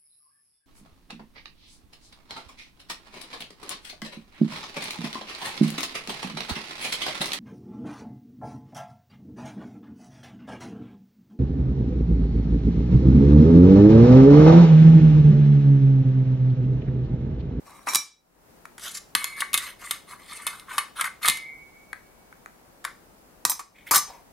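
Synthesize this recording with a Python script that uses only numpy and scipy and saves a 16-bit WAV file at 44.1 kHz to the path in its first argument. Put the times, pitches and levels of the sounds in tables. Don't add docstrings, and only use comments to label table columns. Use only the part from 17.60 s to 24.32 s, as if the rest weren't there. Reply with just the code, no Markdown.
import sys
import numpy as np
from scipy import signal
from scipy.fft import rfft, irfft
from scipy.io import wavfile
from scipy.ndimage import uniform_filter1d

SR = 44100
rng = np.random.default_rng(int(sys.argv[2]) if len(sys.argv) > 2 else 0)


def store_wav(level_fs):
    pcm = np.round(np.clip(np.atleast_2d(level_fs), -1, 1) * 32767)
    wavfile.write(sys.argv[1], SR, pcm.T.astype(np.int16))


N = 296352
TIME = np.arange(N) / SR
# f/Hz, free t60/s, level/dB
LINED_MODES = [(1165, .15, -18), (1783, .38, -20), (2094, .7, -16), (2213, 1, -18.5), (2245, 1.7, -24.5),
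               (2551, .25, -21), (2965, .25, -21), (3680, .17, -22), (4270, .22, -20), (5170, .22, -26),
               (6245, .2, -21), (9255, .16, -19), (9460, .3, -17), (9700, .15, -19), (10145, .15, -21),
               (11405, .2, -18), (13470, .12, -24)]


def amp(db):
    return 10 ** (np.asarray(db) / 20)


def unit(x):
    return x / np.sqrt(np.mean(x ** 2) + 1e-20)


def read(points, hz):
    f, value = np.transpose(points)
    return np.interp(np.log(hz + 1), np.log(f + 1), value)


def add(mix, start_s, sound):
    part = mix[:, round(start_s * SR):][:, :sound.shape[1]]
    part += sound[:, :part.shape[1]]


def convolve(x, response):
    return signal.oaconvolve(x, np.atleast_2d(response), axes=1)[:, :x.shape[1]]


def body(spectrum, size=2048):
    gain_db = np.maximum(read(spectrum, abs(np.fft.fftfreq(size, 1 / SR))), -90)
    log_response = np.conj(signal.hilbert(np.log(amp(gain_db))))
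    response = np.fft.ifft(np.exp(log_response)).real[:size // 2]
    return response / np.linalg.norm(response)


def lumps(rate_hz, size):
    knots_s = np.arange(0, size / SR + 1 / rate_hz, 1 / rate_hz)
    return np.interp(TIME[:size], knots_s, rng.standard_normal(2048)[:len(knots_s)]) * np.sqrt(3 / 2)


def asperities(size, grain_db, width):
    mid, side, strength = rng.standard_normal((size, 3)).T
    strength = np.clip(unit(uniform_filter1d(strength, size=24)), -3, 3)
    return unit(np.array([mid + width * side, mid - width * side]) * amp(grain_db * strength))


def ring(modes, rise_s, damping_db_s, scatter_db=1.8, twin_gain=.6):
    hz, t60_s, db = np.transpose(modes)[:, :, None]
    decay_db_s = 60 / t60_s + damping_db_s
    t = TIME[:int(SR * min(1.2, 60 / decay_db_s.min()))]
    strength, phase, pan, skew, detune, lag = rng.standard_normal((len(modes), 6)).T[:, :, None]
    twin_hz = hz + 9 * detune / t60_s
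    pair = np.exp(2j * np.pi * hz * t) + twin_gain * np.exp(2j * np.pi * (twin_hz * t + lag))
    waves = amp(db + scatter_db * strength - decay_db_s * t) * pair
    radiation = np.exp(2j * np.pi * phase.T + .4 * np.outer([1, -1], pan / 2 + 1j * skew))
    return (radiation @ waves).real * (1 - np.exp(-t / rise_s)) / np.hypot(1, twin_gain)


def blow(response, chatter_s, width):
    fade = np.exp(-TIME[:4096] / chatter_s)
    force = asperities(len(fade), grain_db=.53, width=width) * fade
    return unit(convolve(force, response)) * np.sqrt(np.mean(fade ** 2))


def strikes(hits, crack, knock, crack_db, knock_db, knock_extra_s):
    out, crack, knock = np.zeros((2, N)), body(crack), body(knock)
    for s, high_db, low_db, chatter_s, *_ in hits:
        add(out, s, amp(high_db + crack_db) * blow(crack, chatter_s, width=.076))
        add(out, s, amp(low_db + knock_db) * blow(knock, chatter_s + knock_extra_s, width=.61))
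    return out


def travelling(force, response, fade_s, count=3, travel_hz=22.13):
    shares = np.array([lumps(travel_hz, force.shape[1]) for _ in range(count)])
    shares /= np.linalg.norm(shares, axis=0)
    fade = np.exp(-TIME[:len(response)] / fade_s)
    spots = convolve(rng.standard_normal((count, len(response))) * fade, response)
    return sum(convolve(force * share, spot / np.linalg.norm(spot))
               for share, spot in zip(shares, spots))


def slide(pushes, crack, knock, modes, hiss_db, grind_db, grain_db, ring_db):
    out, crack, knock = np.zeros((2, N)), body(crack), body(knock)
    size = round(.7 * SR)
    singing = ring(modes, rise_s=.0005, damping_db_s=500, scatter_db=0, twin_gain=0)
    singing /= np.linalg.norm(singing[0])
    for s, rise_s, fall_s, high_db, low_db in pushes:
        ramp = np.interp(TIME[:size], np.cumsum([0, rise_s, fall_s]), [0, 1, 0])
        speed = np.sin(np.pi / 2 * ramp)
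        rub = speed ** 1.5
        hiss = asperities(size, grain_db, width=.25) * rub * amp(high_db + 2.5 * lumps(160, size))
        grind = asperities(size, grain_db, width=.15) * rub * amp(low_db + 3 * lumps(120, size))
        add(out, s, amp(hiss_db) * travelling(hiss, crack, fade_s=.00083))
        add(out, s, amp(grind_db) * travelling(grind, knock, fade_s=.0022))
        add(out, s, amp(ring_db) * convolve(hiss, singing))
    return out


def air(level_db=-54.5):
    # f/Hz, level/dB
    spectrum = [(15, -33), (25, -5.5), (48, -1), (76, -8), (212, -3), (249, -4.5), (840, -7.5),
                (1700, -15.5), (1840, -16), (3340, -23.5), (16000, -22.5)]
    # f/Hz, correlation
    correlation = [(60, 0.8), (950, 0.00075), (15000, -0.29)]
    # t/s, sink/s, recovery/s, depth/dB
    dips = [(0.331, 0.19, 0.38, 19), (5.821, 0.24, 0.23, 9)]
    hz = np.fft.rfftfreq(N, 1 / SR)
    left, other = rfft(rng.standard_normal((2, N)))
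    alike = read(correlation, hz)
    right = alike * left + np.sqrt(1 - alike ** 2) * other
    noise = irfft(np.array([left, right]) * amp(read(spectrum, hz)), N)
    dip_db = sum(np.interp(TIME, s + np.cumsum([0, sink_s, recover_s]), [0, db, 0])
                 for s, sink_s, recover_s, db in dips)
    return unit(noise) * amp(level_db - dip_db)


def workshop(x, width=.33, build_s=.00073):
    # f/Hz, t60/s
    room_t60 = [(200, .3), (1500, 0.3), (5000, 0.33), (14000, 0.18)]
    mid, side = rng.standard_normal((2, SR // 2))
    hz, t, bins = signal.stft(np.array([mid + width * side, mid - width * side]), SR, nperseg=256)
    decay = amp(-60 * t / read(room_t60, hz)[:, None])
    tail = signal.istft(bins * decay, SR, nperseg=256)[1]
    tail *= 1 - np.exp(-TIME[:tail.shape[1]] / build_s)
    return convolve(x, tail / np.linalg.norm(tail[0]))


def engine_case():
    # t/s, level/dB
    thuds = [(.357, -47.5), (1.552, -44), (1.943, -50), (3.683, -37.5), (5.852, -43), (6.312, -39.5),
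             (6.362, -41)]
    response = body([(20, -20), (60, -10.5), (150, -.5), (300, -9), (600, -20.5), (1500, -64)])
    out = np.zeros((2, N))
    for s, db in thuds:
        add(out, s, amp(db) * blow(response, chatter_s=.012, width=.045))
    return out


def stack():
    # t/s, relative crack/dB, relative knock/dB, chatter/s
    hits = [(1.0539, -52, -34, 0.0019), (1.1801, -51, -42.5, 0.0071), (1.1958, -51, -47, 0.0045),
            (4.3301, -47, -25.5, 0.0023), (4.7264, -63, -38.5, 0.0011), (4.86, -52.5, -31, 0.00087),
            (5.2415, -50, -38.5, 0.0086), (5.2496, -35.5, -23, 0.0033)]
    # t/s, rise/s, fall/s, relative hiss/dB, relative grind/dB
    pushes = [(1.195, 0.054, 0.11, -37.5, -35.5), (1.33, 0.045, 0.015, -34, -39),
              (5.25, 0.0071, 0.088, -60.5, -35.5)]
    # f/Hz, level/dB
    crack = [(1470, -35), (2500, -10.5), (3280, 4), (5610, -3), (10500, 1.5), (16000, -20)]
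    knock = [(180, -30.5), (300, -23.5), (1340, -1.5), (2250, -2.5), (2600, -17), (3380, -48.5),
             (5720, -120)]
    out = strikes(hits, crack, knock, crack_db=10.5, knock_db=2.5, knock_extra_s=.00043)
    return out + slide(pushes, crack, knock, LINED_MODES,
                       hiss_db=.5, grind_db=-11, grain_db=2.5, ring_db=-9.5)


def lined_plate(grip_from_s=1.92, grip_to_s=3.67, grip_db_s=351.5):
    # t/s, relative crack/dB, relative knock/dB, chatter/s, ring/dB
    hits = [(1.5507, -9.5, -13, 0.0021, -15), (1.643, -15.5, -26, 0.0015, -24),
            (1.805, -22.5, -41.5, 0.0065, -28.5), (1.8205, -55.5, -14.5, 0.0016, -42.5),
            (1.9318, -22.5, -39.5, 0.0034, -17.5), (1.9411, -12, -20.5, 0.0043, -8),
            (1.9764, -18, -29, 0.0056, -23.5), (2.3095, -18.5, -25, 0.0047, -17.5),
            (2.8669, -20, -22.5, 0.0029, -14.5), (2.8751, -24.5, -29, 0.0021, -21),
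            (2.9974, -36, -59, 0.0017, -39), (3.1809, -19.5, -15, 0.0042, -10.5),
            (3.4103, -20, -18, 0.0054, -28), (3.4427, -28.5, -22, 0.0039, -35),
            (3.6297, -35.5, -32, 0.0027, -16), (3.6445, -33, -18, 0.0078, -16.5),
            (3.656, -21, -21.5, 0.012, -11), (3.678, -20, -18, 0.0064, -13),
            (3.684, -9.5, -28, 0.0044, -21.5), (3.6973, -15, -39.5, 0.0047, -21),
            (3.7717, -33, -38.5, 0.0054, -56.5)]
    # t/s, rise/s, fall/s, relative hiss/dB, relative grind/dB
    pushes = [(1.565, 0.035, 0.2, -38, -42), (1.745, 0.056, 0.027, -33, -35.5),
              (1.96, 0.08, 0.11, -32, -36), (2.18, 0.071, 0.17, -35, -40),
              (2.46, 0.053, 0.066, -40.5, -40.5), (2.57, 0.035, 0.22, -46.5, -50),
              (2.66, 0.063, 0.3, -38, -42), (2.87, 0.033, 0.19, -43.5, -45), (3.06, 0.08, 0.1, -36, -35),
              (3.2, 0.021, 0.09, -53.5, -42.5), (3.35, 0.045, 0.045, -31, -27),
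              (3.435, 0.016, 0.039, -27.5, -26), (3.61, 0.03, 0.034, -28, -29)]
    # f/Hz, level/dB
    crack = [(1470, -21.5), (2500, -7), (3630, 0), (5780, -12.5), (8900, -4), (9440, -1), (10600, -8.5),
             (11500, -6), (16000, -25.5)]
    knock = [(240, -47), (400, -27.5), (754, -13.5), (1140, 3), (1510, -3.5), (2170, 0), (2600, -20),
             (3380, -47), (5720, -120)]
    out = strikes(hits, crack, knock, crack_db=1.65, knock_db=-1.5, knock_extra_s=.0029)
    for s, _, _, chatter_s, ring_db in hits:
        gripped = grip_from_s < s < grip_to_s
        ringing = amp(ring_db) * ring(LINED_MODES, chatter_s / 2, grip_db_s * gripped)
        if s < grip_from_s:
            held_s = np.maximum(s + TIME[:ringing.shape[1]] - grip_from_s, 0)
            ringing *= amp(-grip_db_s * held_s)
        add(out, s, ringing)
    return out + slide(pushes, crack, knock, LINED_MODES,
                       hiss_db=-9, grind_db=-5, grain_db=3, ring_db=-11.5)


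def steel_plates(second_from_s=5):
    # t/s, relative crack/dB, relative knock/dB, chatter/s, ring/dB
    hits = [(0.2713, -41.5, -20.5, 0.011, -41), (0.287, -32, -22, 0.0023, -17),
            (0.3342, -28, -25, 0.005, -21), (0.3476, -11.5, -22, 0.0023, -13),
            (0.3561, -10, -19, 0.0023, -18), (0.367, -27.5, -37, 0.005, -19),
            (5.8512, -11.5, -13, 0.003, -17.5), (5.897, -17, -25, 0.00084, -10.5),
            (5.917, -26, -27.5, 0.0051, -23.5), (5.993, -38.5, -29.5, 0.011, -57.5),
            (6.3101, -19.5, -13.5, 0.0085, -5.5), (6.333, -28.5, -17.5, 0.011, -10.5),
            (6.3455, -19.5, -21, 0.0076, -9), (6.358, -15, -21, 0.0048, -4.5),
            (6.379, -20.5, -33, 0.0066, -24.5)]
    # f/Hz, free t60/s, level for first plate/dB, for second/dB
    ring_modes = [(1010, .22, -30, -19), (1175, .25, -24, -20), (2335, .3, -16, -33), (3912, .2, -13, -28),
                  (4650, .15, -31, -17), (5180, .29, -31, -21), (5645, .6, -13, -28), (6185, .55, -32, -19),
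                  (6770, .3, -19, -21), (7468, .2, -23, -20), (8603, .27, -22, -15), (9412, .2, -15, -22),
                  (10610, .19, -23, -10), (11430, .17, -23, -17), (12800, .15, -19, -12),
                  (13530, .17, -25, -20), (15185, .11, -34, -18)]
    # t/s, rise/s, fall/s, relative hiss/dB, relative grind/dB
    pushes = [(.045, 0.023, 0.25, -54, -47.5), (0.258, 0.018, 0.12, -34.5, -30),
              (6.31, 0.045, 0.031, -18, -16)]
    # f/Hz, level/dB
    crack = [(1470, -41.5), (3500, -8), (8460, -4.5), (10000, -8), (11000, -4), (16000, -24)]
    knock = [(180, -40.5), (300, -19.5), (618, -21), (825, -8), (1180, -1), (1410, -12.5), (2380, -14),
             (2600, -21), (3380, -34), (5720, -120)]
    # t/s, rise/s, fall/s, relative
    # rasp/dB, relative rub/dB
    scrapes = [(6.13, 0.034, .2, -58, -64), (6.258, 0.02, 0.044, -39, -53),
               (6.47, 0.008, 0.17, -57.5, -43.5)]
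    # f/Hz, level/dB
    rasp = [(1100, -21), (2150, -0.5), (4200, -18), (5200, -22.5)]
    rub = [(200, -33), (800, 3), (2500, -34.5)]
    # f/Hz, free t60/s, level/dB
    squeak = [(2230, 0.25, 0)]
    first = [(hz, t60_s, db) for hz, t60_s, db, _ in ring_modes]
    second = [(hz, t60_s, db) for hz, t60_s, _, db in ring_modes]
    out = strikes(hits, crack, knock, crack_db=2.5, knock_db=-3, knock_extra_s=.0017)
    for s, _, _, chatter_s, ring_db in hits:
        modes = first if s < second_from_s else second
        add(out, s, amp(ring_db) * ring(modes, chatter_s / 2, damping_db_s=210))
    for modes, is_first in (first, True), (second, False):
        own_pushes = [row for row in pushes if (row[0] < second_from_s) == is_first]
        out += slide(own_pushes, crack, knock, modes, hiss_db=-6, grind_db=-5.5, grain_db=4, ring_db=-7)
    return out + slide(scrapes, rasp, rub, squeak, hiss_db=-2.5, grind_db=-5, grain_db=.5, ring_db=-8)


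def scene():
    near = steel_plates() + lined_plate() + stack() + engine_case()
    return near + amp(-10) * workshop(near) + air()


def record(dry):
    # f/Hz, level/dB
    balance = [(60, 1.5), (180, 3), (550, 2.5), (1650, 1), (4970, -0.5), (15000, 2)]
    lean_db = read(balance, np.fft.rfftfreq(N, 1 / SR))
    coloured = irfft(rfft(dry) * amp(np.outer([.5, -.5], lean_db)), N)
    lowpass = signal.firwin(301, cutoff=15900, window=("kaiser", 8), fs=SR)
    return signal.oaconvolve(np.tanh(coloured), lowpass[None], "same", axes=1)


dry = scene()
out = record(dry)
store_wav(out)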